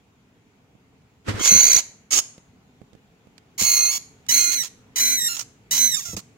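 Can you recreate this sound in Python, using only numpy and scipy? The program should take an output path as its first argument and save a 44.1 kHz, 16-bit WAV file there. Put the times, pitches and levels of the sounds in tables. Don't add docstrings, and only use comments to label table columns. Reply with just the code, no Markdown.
import sys
import numpy as np
from scipy import signal
from scipy.fft import rfft, irfft, next_fast_len
from scipy.io import wavfile
from scipy.ndimage import uniform_filter1d

SR = 44100
rng = np.random.default_rng(int(sys.argv[2]) if len(sys.argv) > 2 else 0)


def unload_wav(signal):
    wavfile.write(
        sys.argv[1],
        SR,
        np.round(np.clip(np.atleast_2d(signal).T, -1, 1) * 32767).astype(np.int16),
    )


def gain_from_db(level_db):
    decades = np.asarray(level_db, float) / 20
    return 10 ** decades


N = 280917
MOUTH_DB = 4

# t/s, effort/dB, pitch/Hz
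STRUCK_CALLS = [
    [(1.396, -34.5, 2050), (1.446, -20.5, 2200), (1.506, -14, 2100), (1.6, -15.5, 2111),
     (1.68, -17.5, 2201), (1.772, -17.5, 2151), (1.808, -29.5, 2200)],
    [(2.109, -31.5, 2290), (2.129, -21.5, 2277), (2.161, -21.5, 2278), (2.19, -17, 2230),
     (2.203, -29.5, 2270)],
]
COILED_CALLS = [
    [(3.582, -31.5, 2203), (3.604, -23.5, 2195), (3.7, -19.5, 2168), (3.79, -20.5, 2124), (3.87, -22, 2104),
     (3.902, -24, 2160), (3.915, -27.5, 2248), (3.965, -27.5, 2222), (3.979, -32, 2270)],
    [(4.289, -23, 1975), (4.31, -22, 1959), (4.32, -18, 2095), (4.41, -18, 2110), (4.5, -23.5, 2078),
     (4.535, -24, 2151), (4.58, -25.5, 2027), (4.629, -32, 1900)],
]
FAILING_CALLS = [
    [(4.961, -27, 2060), (4.985, -24.5, 1947), (5.016, -19.5, 2058), (5.035, -21, 2030), (5.146, -24, 2049),
     (5.165, -26, 2036), (5.214, -28.5, 1900), (5.282, -24.5, 1875)],
    [(5.712, -24.5, 1940), (5.73, -22, 2013), (5.76, -25.5, 2046), (5.785, -21.5, 2020),
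     (5.86, -21.5, 2038), (5.906, -31.5, 1982), (5.95, -24.5, 1824), (5.969, -32.5, 1834)],
]
# left-right/dB, lift of first tone/dB, lift of second tone/dB, breath hiss/dB
POSES = [(-6.5, 2, -4.5, -16), (-5.5, -8, -3.5, -16.5), (-7.5, 2, 1.5, -6.5), (-7.5, -0.5, -1.5, -8),
         (-3.5, 3, 2.5, -5), (-6.5, -1, 2, -5)]
FLUTTERS_HZ = [68, 75, 92, 76, 72, 72]
# t/s, length/s, effort/dB, first pitch/Hz, last pitch/Hz
LOW_NOTES = [(4.633, 0.047, -27.5, 1336, 1416), (5.286, 0.074, -25.5, 1397, 1353),
             (5.368, 0.03, -29, 1403, 1325), (5.394, 0.036, -26, 1426, 1356),
             (5.97, 0.028, -27, 1286, 1110), (6.002, 0.046, -31, 1936, 1540),
             (6.052, 0.096, -32.5, 1420, 1305), (6.168, .036, -28.5, 1278, 1458)]
LOW_POSE = (-6.5, 1, -0.5, -7.5)
CLEAR, SHAKY, FLUTTER, TRILL = (.13, .006, .04), (.14, .01, .3), (.15, .025, .08), (.15, .055, .06)
SPLIT, TORN, ROUGH, RASPY = (.2, .008, .9), (.33, .022, .75), (.58, .04, .65), (.82, .03, .3)
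WHEEZE, CRACKED = (.33, .016, .9), (.26, .012, .1)
# t/s, state
FOLD_STATES = [(0, TORN), (1.44, ROUGH), (1.485, FLUTTER), (1.615, TRILL), (1.787, ROUGH), (3.645, FLUTTER),
               (3.785, CLEAR), (3.915, TORN), (4.1, SPLIT), (4.316, FLUTTER), (4.4, SHAKY), (4.45, CLEAR),
               (4.521, ROUGH), (4.541, CLEAR), (4.63, RASPY), (4.8, TORN), (5.01, SHAKY), (5.13, CLEAR),
               (5.283, CRACKED), (5.36, RASPY), (5.6, TORN), (5.785, SHAKY), (5.825, CLEAR), (5.963, SHAKY),
               (6.004, WHEEZE), (6.16, RASPY)]
# f/Hz, level/dB
THROAT = [(350, -52), (600, -15.5), (1570, -28.5), (2090, -17.5), (3120, -11.5), (4050, -7.5), (5330, -7),
          (6290, 3), (7300, -4), (8390, -13.5), (9240, -21), (11800, -14), (16000, -20.5)]
# f/Hz, level/dB per Hz
RASP = [(88, -61.5), (150, -36.5), (601, -17), (745, -20), (821, -16.5), (1140, -15.5), (1390, -19),
        (2980, -11.5), (4000, -13), (5790, -8), (6770, -4.5), (9440, -17.5), (14800, -40.5), (16000, -47)]
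# pitch multiple, second multiple, level/dB
MIXING_TONES = [(3, -1, -18.5), (-3, 2, -23), (2, -1, -31), (4, -2, -31), (5, -1, -24.5)]
# t/s, floor boom/dB, wall knock/dB
THUDS = [(1.284, -22, -33.5), (1.342, -29, -36), (1.393, -46, -44), (1.519, -40, -26), (1.55, -34.5, -31),
         (2.172, -69, -57), (3.617, -37.5, -32.5), (4.979, -69, -64), (5.229, -63, -46),
         (6.088, -43, -48.5), (6.133, -62, -35.5), (6.145, -35, -39), (6.171, -42, -35)]
# t/s, knock/dB, tick/dB, left-right/dB
TICKS = [(0.752, -58, -79.5, -23), (1.019, -73, -65, -7), (2.38, -43.5, -47, -1.5),
         (2.816, -44.5, -64, -16.5), (2.932, -52.5, -58, -15.5), (2.951, -51.5, -65, -21),
         (3.271, -53, -66, -16.5), (3.38, -67, -44.5, -8.5), (4.265, -67, -48, -14)]
# f/Hz, level/dB, t60/s
FLOOR_MODES = [(101.9, 8, 0.15), (62, -9.5, .15), (139, -9.5, 0.13)]
# f/Hz, level/dB, t60/s
WALL_MODES = [(200, 8, .07), (306.6, 4.5, 0.045), (443, 8.5, 0.02), (630, -12, .04), (1040, -7.5, 0.019)]
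# f/Hz, level/dB per Hz
CHIP_SNAP = [(300, -12), (1000, 3), (2500, 4), (5000, 1), (8000, -4), (16000, -23)]
# t/s, level/dB
SCUFF = [(1.245, -67.5), (1.289, -30.5), (1.337, -44), (1.389, -39), (1.401, -35.5), (1.42, -35.5)]
# f/Hz, level/dB per Hz
CHIPS = [(180, -3.5), (300, 2), (546, -8), (678, -12), (774, -13.5), (1140, -7.5), (1300, -6), (1530, -8),
         (7440, -23), (16000, -43.5)]
# f/Hz, t60/s
ROOM_T60 = [(500, 0.74), (1300, 0.56), (3500, 0.41), (7000, 0.42), (10000, 0.44), (15000, 0.09)]
# f/Hz, level/dB per Hz
RUMBLE = [(12, -40), (20, -8), (22, -22), (122, -1), (151, -7), (285, -5), (306, -18), (447, -9),
          (526, -21), (728, -17.5), (1500, -25), (1950, -62), (3300, -120)]
# f/Hz, level/dB per Hz
CAPSULE_HISS = [(880, -33), (1500, -3.5), (1670, -4.5), (2320, -2), (2690, -4), (5330, -13), (7100, -10),
                (8240, -20.5), (14100, -22), (16000, -21)]
# f/Hz, correlation/-1..1
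LIKENESS = [(60, 0.83), (180, 0.98), (550, 0.62), (1650, -0.14), (4970, -0.01), (15000, -0.0)]
# t/s, level/dB
SWELL = [(0, 0), (1.2, 0), (2.6, 1.5), (3.4, 1.5), (4.2, 4), (4.9, 3.5), (5.6, 3), (6.37, 3)]
# f/Hz, left-right/dB
PORT_SHADING = [(200, -12.5), (700, 4), (1400, -2), (3000, 1), (6500, -1.5), (9000, 1.5), (12000, 10),
                (15000, 7.5)]


def evened(x):
    return x / np.sqrt(np.mean(x ** 2) + 1e-20)


def read(points, hz):
    f, value = np.transpose(points)
    return np.interp(np.log(np.abs(hz) + 1), np.log(f + 1), value)


def coloured(x, points):
    size = next_fast_len(x.shape[-1])
    gain = gain_from_db(read(points, np.fft.rfftfreq(size, 1 / SR)))
    return irfft(rfft(x, size) * gain, size)[..., :x.shape[-1]]


def wander(count, hz):
    noise = rng.standard_normal(count + 4000)
    return evened(signal.lfilter(*signal.butter(2, hz, fs=SR), noise)[4000:])


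def add(mix, start_s, sound):
    part = mix[..., round(start_s * SR):][..., :sound.shape[-1]]
    part += sound[..., :part.shape[-1]]


def squeal(rows, side_db, first_db, second_db, hiss_db, flutter_hz=70):
    start_s, *columns = np.transpose(rows)
    t = np.arange(start_s[0] - .004, start_s[-1] + .004, 1 / SR)
    count = len(t)
    effort_db, hz = (np.interp(t, start_s, c) for c in columns)
    pan_db = side_db + 2 * wander(count, 15)
    rasp, depth, half = folds(t)

    cycle = (np.cumsum(flutter_hz * (1 + .3 * wander(count, 35))) / SR + rng.random()) % 1
    ramp = uniform_filter1d(np.tanh(9.0 * (2 * cycle - 1.15)) + .4 * cycle, 50)
    ramp *= 1 + .2 * wander(count, 30)
    flutter = depth * (1.1 * ramp + .25 * wander(count, 120))
    jitter = .06 * rasp ** 2 * wander(count, 400)
    moving_hz = hz * (1 + flutter + jitter)
    turns = np.cumsum(moving_hz) / SR

    lacking_db = (effort_db.max() - effort_db) * (t < t[effort_db.argmax()])
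    low_db = first_db + 0.65 * lacking_db
    tone = np.zeros(count)
    for k in range(1, 27):
        share = half if k % 2 else 1 + 4.0 * (k == 2) * (hz < 1550)
        jaw_db = np.where(k * hz < 6400, low_db, second_db * (k * hz < 10400))
        open_db = 0.66 * (hiss_db + 11) * (k * hz > 14600)
        level = share * gain_from_db(read(THROAT, k * moving_hz / 2) + jaw_db + open_db)
        tone += level * np.cos(np.pi * k * turns + 2 * np.pi * rng.random())
    tone *= gain_from_db(1.4 * wander(count, 48))
    tone = tone / np.sqrt(uniform_filter1d(tone ** 2, 1500) + 1e-12)
    second_hz = 3830
    for m, n, db in MIXING_TONES:
        tone += gain_from_db(db) * (hz > 1800) * np.cos(2 * np.pi * (m * turns + n * second_hz * t))

    throb = 1 - np.clip(13 * depth, 0, .7) * np.exp(-np.minimum(cycle, 1 - cycle) / .11)
    air = evened(coloured(rng.standard_normal((2, count)), RASP)) * gain_from_db(2.5 * wander(count, 100))
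    hiss = evened(np.diff(rng.standard_normal((2, count + 3)), 3))
    calm_db = -8 * np.clip(1.3 - depth / .02, 0, 1)
    voice = np.sqrt(1 - rasp ** 2) * tone * throb * gain_from_db(-42 * depth * ramp)
    voice = voice + rasp * air * .9 + gain_from_db(hiss_db + calm_db) * hiss
    edge = np.clip(np.minimum(t - t[0], t[-1] - t) / .004, 0, 1)
    sides_db = np.outer([.5, -.5], pan_db)
    return t[0], tub(gain_from_db(effort_db + MOUTH_DB + sides_db) * voice * edge)


def folds(t):
    at_s, states = zip(*FOLD_STATES)
    soft_s = np.linspace(-.5, .5, num=9)[:, None] * .024
    return np.array(states)[np.searchsorted(at_s, t + soft_s) - 1].mean(0).T


def low_note(start_s, length_s, effort_db, first_hz, last_hz):
    rasp = folds(np.array([start_s + length_s / 2]))[0, 0]
    first_db = effort_db - MOUTH_DB
    last_db = first_db - 18.5 * rasp
    return [(start_s, first_db, first_hz), (start_s + length_s, last_db, last_hz)]


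def tub(x):
    t60_s, echo_db, lead_s = .02, -7, .00044
    t = np.arange(1200) / SR
    echoes = rng.standard_normal((2, len(t))) * gain_from_db(-60 * t / t60_s) * (t > .0004)
    paths = gain_from_db(echo_db) * echoes / np.linalg.norm(echoes, axis=1, keepdims=True)
    paths[[0, 1], [0, round(lead_s * SR)]] += 1
    return signal.oaconvolve(x, paths, axes=1)


def ports(x):
    left = [(f, db / 2) for f, db in PORT_SHADING]
    right = [(f, -db / 2) for f, db in PORT_SHADING]
    return np.array([coloured(x[0], left), coloured(x[1], right)])


def scuff():
    at_s, db = np.transpose(SCUFF)
    t = np.arange(at_s[0], at_s[-1], 1 / SR)
    spikes_db = 2.7 * np.minimum(rng.exponential(1, (2, len(t))), 5)
    grains = rng.standard_normal((2, len(t))) * gain_from_db(spikes_db)
    level = gain_from_db(np.interp(t, at_s, db) + 8.5)
    return at_s[0], level * evened(coloured(grains, CHIPS)) * gain_from_db([[-1.5], [1.5]])


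def knocks():
    out = np.zeros((2, N))
    for at_s, boom_db, knock_db in THUDS:
        boom = gain_from_db(boom_db) * ring(FLOOR_MODES) * gain_from_db([[.6], [-.6]])
        knock = gain_from_db(knock_db) * ring(WALL_MODES) * gain_from_db([[-1.5], [1.5]])
        add(out, at_s, boom + knock)
    t = np.arange(1500) / SR
    damping = gain_from_db(-np.arange(SR // 4) / SR * 1500)
    for at_s, knock_db, tick_db, pan_db in TICKS:
        sides = gain_from_db([[pan_db / 2], [-pan_db / 2]])
        snap = evened(coloured(rng.standard_normal((2, len(t))), CHIP_SNAP))
        add(out, at_s, gain_from_db(knock_db) * ring(WALL_MODES) * damping * sides)
        add(out, at_s, gain_from_db(tick_db + 1.5 - 60 * t / 0.024) * snap * sides)
    return out


def ring(modes):
    t = np.arange(SR // 4) / SR
    sound = np.zeros(len(t))
    for hz, db, t60_s in modes:
        sound += gain_from_db(db - 60 * t / t60_s) * np.sin(2 * np.pi * hz * rng.uniform(.98, 1.02) * t)
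    sound *= 1 - np.exp(-t / 0.001)
    return sound / np.sqrt(np.mean(sound[:900] ** 2))


def room(x):
    taps = np.zeros((2, SR))
    at = np.arange(400, SR - 20, 20) + rng.integers(0, 20, (2, (SR - 401) // 20))
    np.put_along_axis(taps, at, rng.choice([-1., 1.], at.shape), 1)
    hz, t, z = signal.stft(taps, SR, nperseg=256)
    decay = gain_from_db(-60 * t / read(ROOM_T60, hz)[:, None])
    tail = signal.istft(z * decay, SR, nperseg=256)[1]
    return signal.fftconvolve(x[None], tail / np.linalg.norm(tail[0]), axes=1)[:, :N]


def room_tone():
    frames, hz = N // 256 + 5, np.fft.rfftfreq(1024, 1 / SR)
    a, b, c, d, patches = rng.standard_normal((frames, 513, 5)).T
    patches = evened(uniform_filter1d(uniform_filter1d(patches, 10, 0), 10, 1))
    same = np.clip(read(LIKENESS, hz), -1, 1)[:, None]
    left = a + 1j * b
    right = same * left + np.sqrt(1 - same ** 2) * (c + 1j * d)
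    z = np.array([left, right]) * gain_from_db(1.3 * patches)
    z *= np.hypot(gain_from_db(read(RUMBLE, hz)), gain_from_db(read(CAPSULE_HISS, hz) - 21))[:, None]
    tone = evened(signal.istft(z, nperseg=1024, noverlap=768)[1][:, :N])
    at_s, db = np.transpose(SWELL)
    return gain_from_db(-61.5 + 4.0 + np.interp(np.arange(N) / SR, at_s, db)) * tone


def scene():
    rodent = np.zeros((2, N))
    for rows, pose, flutter_hz in zip(STRUCK_CALLS + COILED_CALLS + FAILING_CALLS, POSES, FLUTTERS_HZ):
        add(rodent, *squeal(rows, *pose, flutter_hz))
    for row in LOW_NOTES:
        add(rodent, *squeal(low_note(*row), *LOW_POSE))
    smeared = rodent.mean(0) * wander(N, 180)
    mix = ports(rodent) + gain_from_db(-17.5) * room(smeared) + knocks() + room_tone()
    add(mix, *scuff())
    return mix


def band_limit(x):
    return signal.sosfilt(signal.butter(12, 17000, fs=SR, output="sos"), x)


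def record(dry):
    bent = signal.lfilter(*signal.butter(2, [110, 900], "band", fs=SR), dry ** 2)
    pressed = 1.038 * np.tanh((dry + 0.16 * bent) / 1.134)
    low_pass = signal.firwin(401, 15850, window=("kaiser", 7), fs=SR)
    edged = signal.oaconvolve(pressed, low_pass[None], "same")
    edged = signal.lfilter(*signal.butter(2, 40, "high", fs=SR), edged)
    return band_limit(edged)


dry = scene()
out = record(dry)
unload_wav(out)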